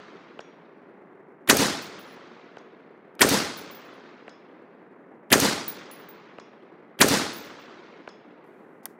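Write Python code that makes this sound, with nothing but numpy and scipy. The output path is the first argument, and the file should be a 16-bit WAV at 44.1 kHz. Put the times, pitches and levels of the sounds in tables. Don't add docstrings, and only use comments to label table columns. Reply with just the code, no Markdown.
import sys
import numpy as np
from scipy import signal
from scipy.fft import rfft, irfft
from scipy.io import wavfile
from scipy.ndimage import uniform_filter1d

SR = 44100
rng = np.random.default_rng(int(sys.argv[2]) if len(sys.argv) > 2 else 0)


def dump_mix(stems):
    frames = np.atleast_2d(stems).T
    limited = np.clip(frames, -1, 1)
    pcm = np.round(limited * 32767).astype(np.int16)
    wavfile.write(sys.argv[1], SR, pcm)


def decibels_to_gain(level_db):
    exponent = np.asarray(level_db, float) / 20
    return 10 ** exponent


N = 396455

# pitch_hz, level_db per Hz
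AIR_COLOUR = [(25, -62), (70, -41), (115, -20), (170, -5), (380, 0), (600, -8), (1000, -12), (2100, -19.5),
              (2900, -39), (4500, -64), (16000, -68)]
AIR_DB = -51

# pitch_hz, level_db per Hz; then pitch_hz, t60_s
NEAR_COLOUR = [(30, -24), (170, -1), (300, -10), (550, -9), (1000, -2), (1800, 0), (2600, -5.5),
               (4700, -10), (6400, -12), (9000, -17), (15200, -23), (16800, -44)]
NEAR_T60 = [(200, .6), (500, .35), (1000, .2), (4000, .18), (7000, .32), (14000, .3)]
TREES_COLOUR = [(30, -28), (170, -4.5), (250, -.5), (400, -4), (608, -8), (780, -8), (1030, -9),
                (1700, -10), (2740, -14), (4410, -11), (6500, -15), (15200, -28), (16800, -46)]
TREES_T60 = [(60, .6), (250, .66), (1000, .66), (4000, .64), (8000, .52), (15000, .33)]
VALLEY_COLOUR = [(30, -42), (110, -20), (170, -4), (404, -1), (798, -11), (994, -8), (1700, -11),
                 (3000, -16.5), (4600, -14.5), (6500, -18.5), (8700, -28), (11000, -50), (16000, -90)]
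VALLEY_T60 = [(60, 1.5), (300, 2.5), (1000, 3.5), (2500, 3.5), (4700, 2.1), (6500, 1.7), (10000, 1.1)]
NEAR_DB, TREES_DB, VALLEY_DB = -14.7, -18.2, -34.4
SWELL_S = .11
PATCHY_DB, SLAPS_DB = 2.0, 1.1

# start_s, thud_db, clang_db, flex_along_db, flex_across_db
PLATE_HITS = [
    (.393, -24, -55, -75, -63),
    (2.571, -28, -61, -75, -80),
    (4.281, -28, -58, -55, -75),
    (6.386, -27, -57, -59, -67),
    (8.077, -25, -55, -55, -76),
]
# pitch_hz, level_db, t60_s
PLATE_CLANG = [(6620, -14, .38), (6650, -18, .28), (3380, -6.5, .4), (3395, -12, .6), (3700, -16, .15),
               (6060, -17, .3), (7640, -26, .26)]
PLATE_ALONG = [(5259, -3, .33), (4942, -9, .45)]
PLATE_ACROSS = [(5690, -9, .8), (5692.2, -11, 1.0)]

# start_s, level_db, touch
HANDLING = [
    (3.152, -58, "take-up"),
    (8.44, -84, "sleeve"),
    (8.442, -76, "tick"),
    (8.464, -77, "creak"),
    (8.476, -77, "creak"),
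    (8.597, -77, "tick"),
    (8.62, -86, "sleeve"),
    (8.648, -80, "tick"),
    (8.831, -67, "thumb"),
]
TOUCHES = {"tick": (6000, 14000, .001, .01), "take-up": (2500, 14000, .001, .01),
           "creak": (9500, 12500, .002, .02), "sleeve": (5000, 15000, .15, .5),
           "thumb": (2500, 14500, .012, .012)}
SAFETY_S = 8.8557
# level_db, low_hz, high_hz, held_s, t60_s
SAFETY = [
    (-22, 9500, 14500, .0002, .006),
    (-32, 2600, 9000, .0003, .01),
    (-37.5, 1000, 1900, .003, .025),
    (-43, 500, 1000, .002, .015),
    (-57, 2500, 15000, .012, .02),
    (-70, 3000, 15000, .045, .22),
]

# (bending_hz, mouth_hz, second_mouth_hz), then bounces of
# start_s, gravel_db, bending_db, mouth_db, second_mouth_over_first_db (which way the tube lands)
CASES = [
    ((10915, 14950, 15400), [(1.82, -58, -55, -47, -2), (1.991, -72, -58, -52, 1), (2.068, -74, -64, -72, -3), (2.095, -78, -66, -70, -5), (2.122, -80, -65, -72, 14)]),
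    ((10840, 14955, 15160), [(3.5714, -66, -46, -45, 6), (3.7115, -59, -65, -51, 8), (3.7474, -64, -70, -50, 8), (3.848, -78, -71, -68, 6), (3.935, -76, -72, -76, 5)]),
    ((10760, 14790, 15120), [(5.679, -52, -39, -39, 17), (5.913, -51, -46, -47, 0), (5.992, -70, -66, -60, 10), (6.088, -60, -70, -54, 14)]),
    ((10910, 14876, 15390), [(7.332, -70, -47, -52, 9), (7.363, -80, -70, -40, -20), (7.443, -79, -61, -57, 2), (7.534, -73, -75, -80, 0), (7.596, -82, -80, -64, -12)]),
]
CASE_T60_S = (.17, .2, .1)

# blast_s, level_db, bolt_shuts_after_s, bolt_db
SHOTS = [
    (-.68, 0, .072, 0),
    (1.4968, 0, .0717, 0),
    (3.2155, 0, .075, 0),
    (5.325, 0, .075, 0),
    (7.012, 0, .072, 0),
]
# after_blast_s, level_db, puff
ACTION = [
    (-.030, -72, "sear"),
    (-.0222, -34, "hammer"),
    (-.0222, -44, "springs"),
    (-.0105, -29, "hum"),
    (-.0074, -21, "spit"),
    (-.008, -21.5, "kick"),
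]
# after_blast_s, level_db, puff
BLAST = [
    (-.014, -28, "jolt"),
    (-.006, -18.5, "bore"),
    (-.006, -25, "burn"),
    (0, -13, "crack"),
    (0, -13, "slap"),
    (.007, -21, "brake"),
    (0, -17, "body"),
    (.002, -13.5, "roar"),
]
PUFFS = {"sear": (8000, 12000, .001, .004), "hammer": (400, 4000, .003, .08),
         "springs": (4500, 15000, .004, .16), "hum": (1500, 3200, .005, .02),
         "spit": (8500, 15500, .0015, .007), "kick": (200, 650, .009, .02), "jolt": (55, 300, .030, .06),
         "bore": (1500, 2100, .006, .012), "burn": (2100, 3300, .006, .02),
         "crack": (4500, 13000, .002, .05), "slap": (1200, 2600, .003, .012),
         "brake": (5500, 7500, .008, .06), "body": (600, 1900, .014, .03), "roar": (2300, 5000, .007, .02)}
# puff_low_hz, likeness 0-1
ALIKE = [(600, .85), (1500, .72), (5000, .6)]
# after_shut_s, level_db, low_hz, high_hz, held_s, t60_s
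BOLT = [
    (.001, -24, 5800, 6800, .002, .015),
    (0, -21, 8500, 15000, .0015, .01),
]
# pitch_hz, level_db, t60_s
BARREL = [(8570, -33, .55), (8535, -38, .4), (8610, -42, .5), (6300, -36, .12)]
# after_blast_s, level_db, length_s
TRUNKS = [(.0055, -8, .0011), (.0135, -9, .0004), (.024, -14, .0007), (.032, -15, .0003),
          (.0335, -7, .0011), (.041, -16, .0012), (.0525, -14, .0009), (.0575, -16, .0008),
          (.062, -17, .0012), (.0665, -17, .0008), (.0725, -21, .001), (.098, -18, .0014),
          (.109, -18, .0009), (.122, -16, .001), (.131, -15, .0012)]


def read(points, hz):
    f, value = np.transpose(points)
    return np.interp(np.log(hz + 1), np.log(f + 1), value)


def add(mix, s, sound):
    at = round(s * SR)
    part = mix[max(at, 0):][:len(sound) + min(at, 0)]
    part += sound[max(-at, 0):][:len(part)]


def blend(same, fresh, likeness):
    return likeness * same + np.sqrt(1 - likeness ** 2) * fresh


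def burst(db, low_hz, high_hz, held, t60):
    t = np.arange(SR // 5) / SR
    band = signal.butter(3, [low_hz, min(high_hz, 20000)], "band", fs=SR, output="sos")
    shape = decibels_to_gain(db - 60 * np.maximum(t - held, 0) / t60)
    width = np.sqrt(2 * (high_hz - low_hz) / SR)
    return signal.sosfilt(band, shape * rng.standard_normal(len(t))) / width


def ring(modes, rise=.0005):
    t = np.arange(SR // 2) / SR
    sines = sum(decibels_to_gain(db - 60 * t / t60) * np.sin(2 * np.pi * hz * t) for hz, db, t60 in modes)
    return sines * (1 - np.exp(-t / rise))


def wave(db, length):
    u = np.arange(-2 * length, 3 * length, 1 / SR) / length
    return decibels_to_gain(db) * np.cos(2.6 * u - .2) * np.exp(-(u / 1.3) ** 2)


def air():
    noise = rfft(rng.standard_normal(N))
    rumble = irfft(noise * decibels_to_gain(read(AIR_COLOUR, np.fft.rfftfreq(N, 1 / SR))), N)
    drift = uniform_filter1d(rng.standard_normal(N), size=400)
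    return decibels_to_gain(AIR_DB + 1.5 * drift / drift.std()) * rumble / rumble.std()


def reflections():
    strength_db = 3.0 * np.minimum(rng.exponential(1, 3 * SR), 5)
    taps = rng.standard_normal(3 * SR) * decibels_to_gain(strength_db)
    return signal.stft(taps / taps.std(), SR, nperseg=512, noverlap=256)


def echo_power(hz, colour, level_db, t60, after):
    tint = decibels_to_gain(2 * read(colour, hz)[:, None])
    return tint / np.mean(tint) * decibels_to_gain(2 * (level_db - 60 * after / read(t60, hz)[:, None]))


def forest():
    hz, after, same_trees = reflections()
    near = (after > .010) * echo_power(hz, NEAR_COLOUR, NEAR_DB, NEAR_T60, after)
    trees = echo_power(hz, TREES_COLOUR, TREES_DB, TREES_T60, after - SWELL_S)
    valley = echo_power(hz, VALLEY_COLOUR, VALLEY_DB, VALLEY_T60, after)
    swell = 1 - np.exp(-(after / SWELL_S) ** 6)
    size = np.sqrt(near + swell * (trees + valley))
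    size *= decibels_to_gain(1.8 * rng.standard_normal(len(after)) * np.exp(-hz[:, None] / 1200))
    patches = uniform_filter1d(rng.standard_normal(size.shape), size=2, axis=0)
    patches = uniform_filter1d(patches, size=4, axis=1)
    slaps = uniform_filter1d(rng.standard_normal(size.shape), size=50, axis=0)
    size *= decibels_to_gain(PATCHY_DB * patches / patches.std() + SLAPS_DB * slaps / slaps.std() - 1.0)
    likeness = np.exp(-(hz[:, None] / 8500) ** 1.3 * (1 + 3 * after))
    out = np.zeros(N)
    for s, db, *_ in SHOTS:
        echo = blend(same_trees, reflections()[2], likeness) * size
        add(out, s, decibels_to_gain(db) * signal.istft(echo, SR, nperseg=512, noverlap=256)[1])
    return out


def plate():
    out = np.zeros(N)
    for s, thud_db, clang_db, along_db, across_db in PLATE_HITS:
        add(out, s - .002, burst(thud_db - 15, 1700, 3200, .001, .008))
        add(out, s - .001, burst(thud_db - 14, 900, 1600, .002, .014))
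        add(out, s - .002, burst(thud_db - 36, 3300, 7500, .001, .006))
        add(out, s, -wave(-1.5 + thud_db, .0007))
        add(out, s + .012, burst(clang_db + 5.5, 3500, 6500, .002, .025))
        add(out, s + .012, burst(clang_db + 8, 600, 1600, .002, .03))
        for blow_db, modes in ((clang_db, PLATE_CLANG), (along_db, PLATE_ALONG), (across_db, PLATE_ACROSS)):
            add(out, s + .012, decibels_to_gain(blow_db) * ring(modes, rise=.006))
        add(out, s + .02, burst(thud_db - 37, 900, 2800, .04, .3))
    return out


def handling():
    out = np.zeros(N)
    for s, db, touch in HANDLING:
        add(out, s, burst(db, *TOUCHES[touch]))
    add(out, SAFETY_S, sum(burst(*part) for part in SAFETY))
    return out


def brass():
    out = np.zeros(N)
    for rings_hz, bounces in CASES:
        for s, gravel_db, bend_db, mouth_db, lean_db in bounces:
            levels_db = (bend_db, mouth_db, mouth_db + lean_db)
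            for hz, db, t60 in zip(rings_hz, levels_db, CASE_T60_S):
                modes = [(hz, db + .6, t60), (hz - 45, db - 7, 1.3 * t60), (hz + 85, db - 10, t60)]
                add(out, s, ring(modes, rise=.002))
            add(out, s, burst(gravel_db + 8, 2500, 15000, .0004, .006))
    return out


def rifle():
    out = np.zeros(N)
    usual_blast = [burst(db, *PUFFS[puff]) for _, db, puff in BLAST]
    for s, db, shut, bolt_db in SHOTS[1:]:
        for after, part_db, puff in ACTION:
            add(out, s + after, burst(db + part_db, *PUFFS[puff]))
        for (after, part_db, puff), same in zip(BLAST, usual_blast):
            likeness = np.clip(read(ALIKE, PUFFS[puff][0]), 0, 1)
            fresh = burst(part_db, *PUFFS[puff])
            add(out, s + after, decibels_to_gain(db) * blend(same, fresh, likeness))
        for after, *shape in BOLT:
            add(out, s + shut + after, decibels_to_gain(bolt_db) * burst(*shape))
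        for after, trunk_db, length in TRUNKS:
            add(out, s + after - 2 * length, wave(db + trunk_db, length))
        add(out, s, decibels_to_gain(db) * ring(BARREL, rise=.004))
    return out


def scene():
    return (air() + forest() + plate() + handling() + brass() + rifle())[None]


def roll_off(x):
    return signal.sosfilt(signal.butter(12, 16980, fs=SR, output="sos"), x)


def record(dry):
    top = 1.2
    limited = top * np.tanh(dry / top)
    bass_cut = signal.butter(2, 70, "high", fs=SR, output="sos")
    edge = signal.firwin(255, 16130, window=("kaiser", 7), fs=SR)
    mix = signal.oaconvolve(signal.sosfilt(bass_cut, limited), edge[None], "same")
    return roll_off(mix)


dry = scene()
out = record(dry)
dump_mix(out)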